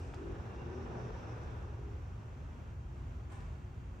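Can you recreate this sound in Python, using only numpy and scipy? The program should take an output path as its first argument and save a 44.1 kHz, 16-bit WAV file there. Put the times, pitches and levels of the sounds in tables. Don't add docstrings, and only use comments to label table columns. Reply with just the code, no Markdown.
import sys
import numpy as np
from scipy import signal
from scipy.fft import rfft, irfft
from scipy.io import wavfile
from scipy.ndimage import uniform_filter1d

SR = 44100
rng = np.random.default_rng(int(sys.argv[2]) if len(sys.argv) > 2 else 0)


def output_pcm(signal):
    pcm = np.clip(np.atleast_2d(signal).T, -1, 1) * 32767
    wavfile.write(sys.argv[1], SR, np.round(pcm).astype(np.int16))


N = 176400

# t/s, level/dB
ROLL_LEVEL = [(0, -56), (.3, -53.5), (.55, -52), (.88, -50.5), (.96, -50), (1.05, -50.5), (1.25, -50.5),
              (1.52, -52), (1.7, -56.5), (2.0, -63), (2.6, -63), (3.2, -87), (4, -80)]


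def undb(db):
    return 10 ** (np.asarray(db) / 20)


def unit(x):
    return x / np.sqrt(np.mean(x ** 2))


def noise():
    return rng.standard_normal((2, N))


def curve(rows):
    times, *columns = np.array(rows, float).T
    return [np.interp(np.arange(N) / SR, times, column) for column in columns]


def gains(points):
    hz, db = np.array(points, float).T
    bins_hz = np.maximum(np.fft.rfftfreq(N, 1 / SR), 1)
    return undb(np.interp(np.log(bins_hz), np.log(hz), db))


def colour(x, points):
    return irfft(rfft(x) * gains(points), N)


def resonance(x, hz, width_hz):
    return signal.lfilter(*signal.iirpeak(hz, hz / min(width_hz, SR / 4), fs=SR), x)


def mode(force, hz, t60):
    return resonance(force, hz, np.log(1000) / (np.pi * t60))


def lowpass(x, hz, order):
    return signal.sosfilt(signal.butter(order, hz, fs=SR, output="sos"), x)


def noise_band(hz, stage_width_hz):
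    return unit(resonance(resonance(noise(), hz, stage_width_hz), hz, stage_width_hz))


def wander(rate_hz):
    smoothing = np.exp(-(np.fft.rfftfreq(N, 1 / SR) / rate_hz) ** 2)
    return unit(irfft(rfft(rng.standard_normal(N)) * smoothing, N))


def tone(hz, rough, waver_hz):
    carrier = np.exp(2j * np.pi * (np.cumsum(hz * np.ones(N)) / SR + rng.random()))
    waver = lambda: (wander(waver_hz) + 1j * wander(waver_hz)) / np.sqrt(2)
    mid = carrier * (1 + rough * waver())
    side = carrier * waver()
    return np.array([unit(mid.real), unit(side.real)])


def blows(t, rows, attack_s, decay_s):
    ages = [(np.maximum(t - start, 0), db) for start, db in rows]
    return sum(undb(db) * (1 - np.exp(-age / attack_s)) * np.exp(-age / decay_s) for age, db in ages)


def stairwell(x, wet_db):
    low_t60_s, treble_t60_s = 0.75, 0.99
    t = np.arange(SR) / SR
    wash = rng.standard_normal((2, SR))
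    low = lowpass(wash, 2500, order=2)
    tail = low * undb(-60 * t / low_t60_s) + (wash - low) * undb(-60 * t / treble_t60_s)
    tail = lowpass(tail, 7740, order=4)
    tail /= np.sqrt(np.sum(tail ** 2) / 2)
    return x + undb(wet_db) * signal.fftconvolve(x[:1], tail, axes=1)[:, :N]


def room_tone():
    # f/Hz, gain/dB
    air_eq = [(12, -44.5), (26, -25), (44, -1), (62, 1), (82, 1), (100, -2), (125, -3.5), (145, -10),
              (200, -17.5), (260, -18), (310, -26), (380, -24), (480, -27), (650, -29), (950, -30.5),
              (1400, -35), (1900, -39), (2600, -41), (3300, -47), (4300, -52), (5300, -54), (6200, -52),
              (7200, -52), (7700, -60), (8200, -56.5), (8900, -63.5), (9400, -60.5), (10500, -91.5),
              (13500, -63), (16000, -77.5)]
    # f/Hz, level/dB
    whines = [(2741, -86), (3235, -89.5), (4624, -93), (5636, -97), (6126, -95), (8172, -105),
              (9247, -102.5), (13867, -107)]
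    air = unit(colour(noise(), air_eq)) * undb(-44 + 0.71 * wander(3.8))
    return air + sum(undb(db) * tone(hz, rough=0.42, waver_hz=22.2) for hz, db in whines)


def motor(t):
    # t/s, shaft speed/Hz, hum level/dB
    drive = [(0, 22.78, -57.5), (.14, 23.63, -55.5), (.22, 24.28, -47), (.31, 23.8, -44), (.38, 24.05, -55),
             (.58, 23.99, -58.5), (.68, 24.28, -47.5), (.98, 23.93, -50), (1.12, 23.91, -52.5),
             (1.22, 23.74, -69), (1.55, 23.4, -65), (1.82, 23.1, -55), (1.96, 22.66, -58),
             (2.1, 22.6, -74.5), (2.8, 22.78, -69.5), (2.95, 22.63, -63), (3.3, 22.37, -65),
             (4, 22.43, -66.5)]
    # multiple of the shaft speed, weight/dB, swell middle/s, swell half-width/s, swell/dB
    harmonics = [(7, -13.5, 1.06, 0.31, 9.5), (10, -13, .82, 0.3, 9), (12, -13.5, 0.12, 0.12, 14.5),
                 (14, -7.5, 2, 0.17, 1.5), (15, -8.5, 1.2, 0.13, 6.5), (16, -3.5, 0.27, 0.091, 0.5),
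                 (18, -15, 1.4, 0.5, 22.5)]
    # t/s, level/dB
    boom_level = [(0, -57.5), (.55, -55), (.9, -52), (1.07, -41.5), (1.23, -57), (1.38, -48), (1.55, -55.5),
                  (1.8, -52.5), (2.0, -55), (4, -71.5)]
    shaft_hz, hum_db = curve(drive)
    shaft_hz = shaft_hz * (1 + .004 * wander(6.1))
    mix = np.array([undb(base + swell * np.exp(-((t - middle) / half_width) ** 2))
                    for _, base, middle, half_width, swell in harmonics])
    mix /= np.sqrt(np.sum(mix ** 2, axis=0))
    hum = sum(share * tone(round(multiple) * shaft_hz, rough=.65, waver_hz=14)
              for (multiple, *_), share in zip(harmonics, mix))
    boom = tone(5 * shaft_hz, rough=0.17, waver_hz=23.7)
    return hum * undb(hum_db) + boom * undb(curve(boom_level)[0])


def rollers():
    # f/Hz, gain/dB
    rail_eq = [(40, -12), (70, -11), (115, -4.5), (190, 5), (270, -1.5), (330, 3), (450, 3), (640, -5.5),
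               (780, -3.5), (880, -5.5), (980, -6.5), (1150, -8), (1600, -11.5), (2000, -18.5), (2700, -18),
               (3100, -26.5), (3600, -24.5), (4300, -32), (7000, -40.5), (10000, -52), (16000, -71)]
    bumps_per_s, wheel_hz = 240, 22.86
    bumps = (rng.random(N) < bumps_per_s / SR) * noise()
    contact = noise() + 0.22 * unit(bumps)
    wheel_angle = 2 * np.pi * np.cumsum(wheel_hz * (1 + 0.1232 * wander(3))) / SR
    throb = 1 + 0.12 * np.sin(wheel_angle)
    return unit(colour(contact, rail_eq)) * throb * undb(curve(ROLL_LEVEL)[0])


def rattle():
    # f/Hz, weight/dB, t60/s
    carriage_modes = [(540, 5, 0.024), (788, 1.5, 0.081), (959, 3, 0.068), (1166, -7, .05),
                      (1494, -5.5, 0.057), (1780, -6.5, 0.034), (2490, -10.5, 0.04)]
    jolts_per_s, spread_db, below_rollers_db = 70, 2, 11.5
    jolts = (rng.random(N) < jolts_per_s / SR) * undb(spread_db * rng.standard_normal(N))
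    ring = sum(undb(db) * unit(mode(jolts * rng.uniform(-1.11, 1, (2, N)), hz, t60))
               for hz, db, t60 in carriage_modes)
    return unit(lowpass(ring, 2300, order=4)) * undb(curve(ROLL_LEVEL)[0] - below_rollers_db)


def opening_hiss(t):
    # f/Hz, gain/dB
    hiss_eq = [(1000, -17), (2600, 14.5), (3500, -6), (4700, 3), (8500, -1), (10500, -24), (16000, -27)]
    start_db, decay_s = -67.5, 0.18
    return unit(colour(noise(), hiss_eq)) * undb(start_db) * np.exp(-t / decay_s)


def belt():
    # t/s, level/dB
    hiss_level = [(0, -81), (.42, -81), (.62, -78.5), (.8, -74), (0.95, -75.5), (1.05, -74), (1.32, -74.5),
                  (1.55, -81.5), (2.1, -85.5), (3.2, -89), (4, -105)]
    hiss = noise_band(hz=5600, stage_width_hz=1160)
    return hiss * undb(curve(hiss_level)[0] + 1.2 * wander(25))


def clack(t):
    # f/Hz, starting level/dB, t60/s
    coupling_modes = [(780, -43.5, .022), (1300, -43, .016), (1750, -47.5, .01), (2500, -47, .008),
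                      (3500, -53, .007)]
    start_s = .1385
    age = np.maximum(t - start_s, 0)
    ring = sum((-1) ** k * undb(db - 60 * age / t60) * np.sin(2 * np.pi * hz * age)
               for k, (hz, db, t60) in enumerate(coupling_modes))
    return stairwell(np.array([ring, np.zeros(N)]), wet_db=-9)


def clicks(t):
    # t/s, dry peak/dB, low edge/Hz, high edge/Hz, decay/s
    ticks = [(0.1444, -47.5, 2100, 8200, 0.0026), (0.151, -55, 2000, 5990, 0.0055),
             (1.435, -67, 6000, 8300, .007), (1.626, -62, 2490, 8300, 0.0026),
             (3.319, -59.5, 998, 8000, 0.0036), (3.405, -57.5, 899, 5000, .005),
             (3.495, -68, 2000, 5000, .004), (3.552, -65, 2500, 7500, 0.0018)]
    track = np.zeros((2, N))
    for start, db, low_hz, high_hz, decay in ticks:
        burst = rng.standard_normal(N) * (t >= start) * np.exp(-np.maximum(t - start, 0) / decay)
        burst[int(start * SR)] += 4.2
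        band = signal.butter(3, [low_hz, high_hz], "bandpass", fs=SR, output="sos")
        tick = signal.sosfilt(band, burst)
        track[0] += undb(db) * tick / np.abs(tick).max()
    return stairwell(track, wet_db=-9)


def squeals(t):
    # middle/s, length/s, f/Hz, level/dB, waver rate/Hz
    rubs = [(0.575, 0.24, 2765, -72.5, 22), (1.52, 0.18, 3550, -79, 150)]
    return sum(undb(db) * np.exp(-(2 * (t - middle) / length) ** 2) * tone(hz, rough=1, waver_hz=rate)
               for middle, length, hz, db, rate in rubs)


def thuds(t):
    # t/s, level/dB
    hits = [(.9, -56), (0.956, -58)]
    return noise_band(hz=690, stage_width_hz=250) * blows(t, hits, attack_s=0.0023, decay_s=0.11)


def knock(t):
    # t/s, level/dB
    contacts = [(3.297, -60), (3.318, -60), (3.399, -66.5)]
    # f/Hz, weight/dB, t60/s
    frame_modes = [(772, -3, 0.18), (1000, -2, 0.12), (1127, -2.5, 0.14), (1560, -10, 0.07),
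                   (1816, -10, .08), (2290, -5.5, .06), (2550, -19, 0.08)]
    # f/Hz, gain/dB
    frame_eq = [(60, 0), (250, 5), (500, 0), (800, 9.5), (1150, 4), (1400, 2), (1900, 1), (2600, -1),
                (4000, -15), (6000, -13), (8800, -12.5), (10500, -23), (14000, -37), (17000, -47)]
    push = blows(t, contacts, attack_s=0.0034, decay_s=0.033)
    force = push * noise()
    ring = sum(undb(db) * mode(force, hz, t60) * np.sqrt(t60) for hz, db, t60 in frame_modes)
    loudest_rms = np.sqrt(uniform_filter1d(ring[0] ** 2, size=SR // 20).max())
    ring *= undb(-63.5) / loudest_rms
    body = push * unit(colour(noise(), frame_eq))
    return stairwell(body + ring, wet_db=-3)


def scuff(t):
    # t/s, level/dB
    brushes = [(3.317, -74), (3.352, -78)]
    return noise_band(hz=8300, stage_width_hz=2800) * blows(t, brushes, attack_s=0.0017, decay_s=0.03)


def scene():
    # f/Hz, side gain/dB
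    width_eq = [(30, -24), (50, -31.5), (110, -20.5), (200, -6.5), (400, -11), (620, -1), (1000, -3.5),
                (1500, 4.5), (1900, -3), (2400, -5.5), (3100, 0), (4000, -4.5), (6000, -2.5), (7400, 1),
                (8500, -1.5), (14000, -3.5)]
    # f/Hz, left minus right/dB
    balance = [(150, 0), (380, 2), (690, -0.5), (1270, -2), (2340, -0.5), (4320, 3), (8000, 3),
               (14000, -0.5)]
    t = np.arange(N) / SR
    travel = motor(t) + rollers() + rattle() + thuds(t) + opening_hiss(t) + belt() + squeals(t)
    mid, side = travel + clack(t) + clicks(t) + knock(t) + scuff(t) + room_tone()
    side = colour(side, width_eq)
    lean = np.sqrt(gains(balance))
    left = irfft(rfft(mid + side) * lean, N)
    right = irfft(rfft(mid - side) / lean, N)
    return np.array([left, right])


def record(dry):
    # f/Hz, gain/dB
    treble_dip = [(9600, -0.5), (10700, -15.5), (11800, -14.5), (12800, 2.5)]
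    top_hz = 15200
    top_cut = signal.ellip(8, .2, 70, top_hz, fs=SR, output="sos")
    return signal.sosfilt(top_cut, colour(dry, treble_dip))


dry = scene()
out = record(dry)
output_pcm(out)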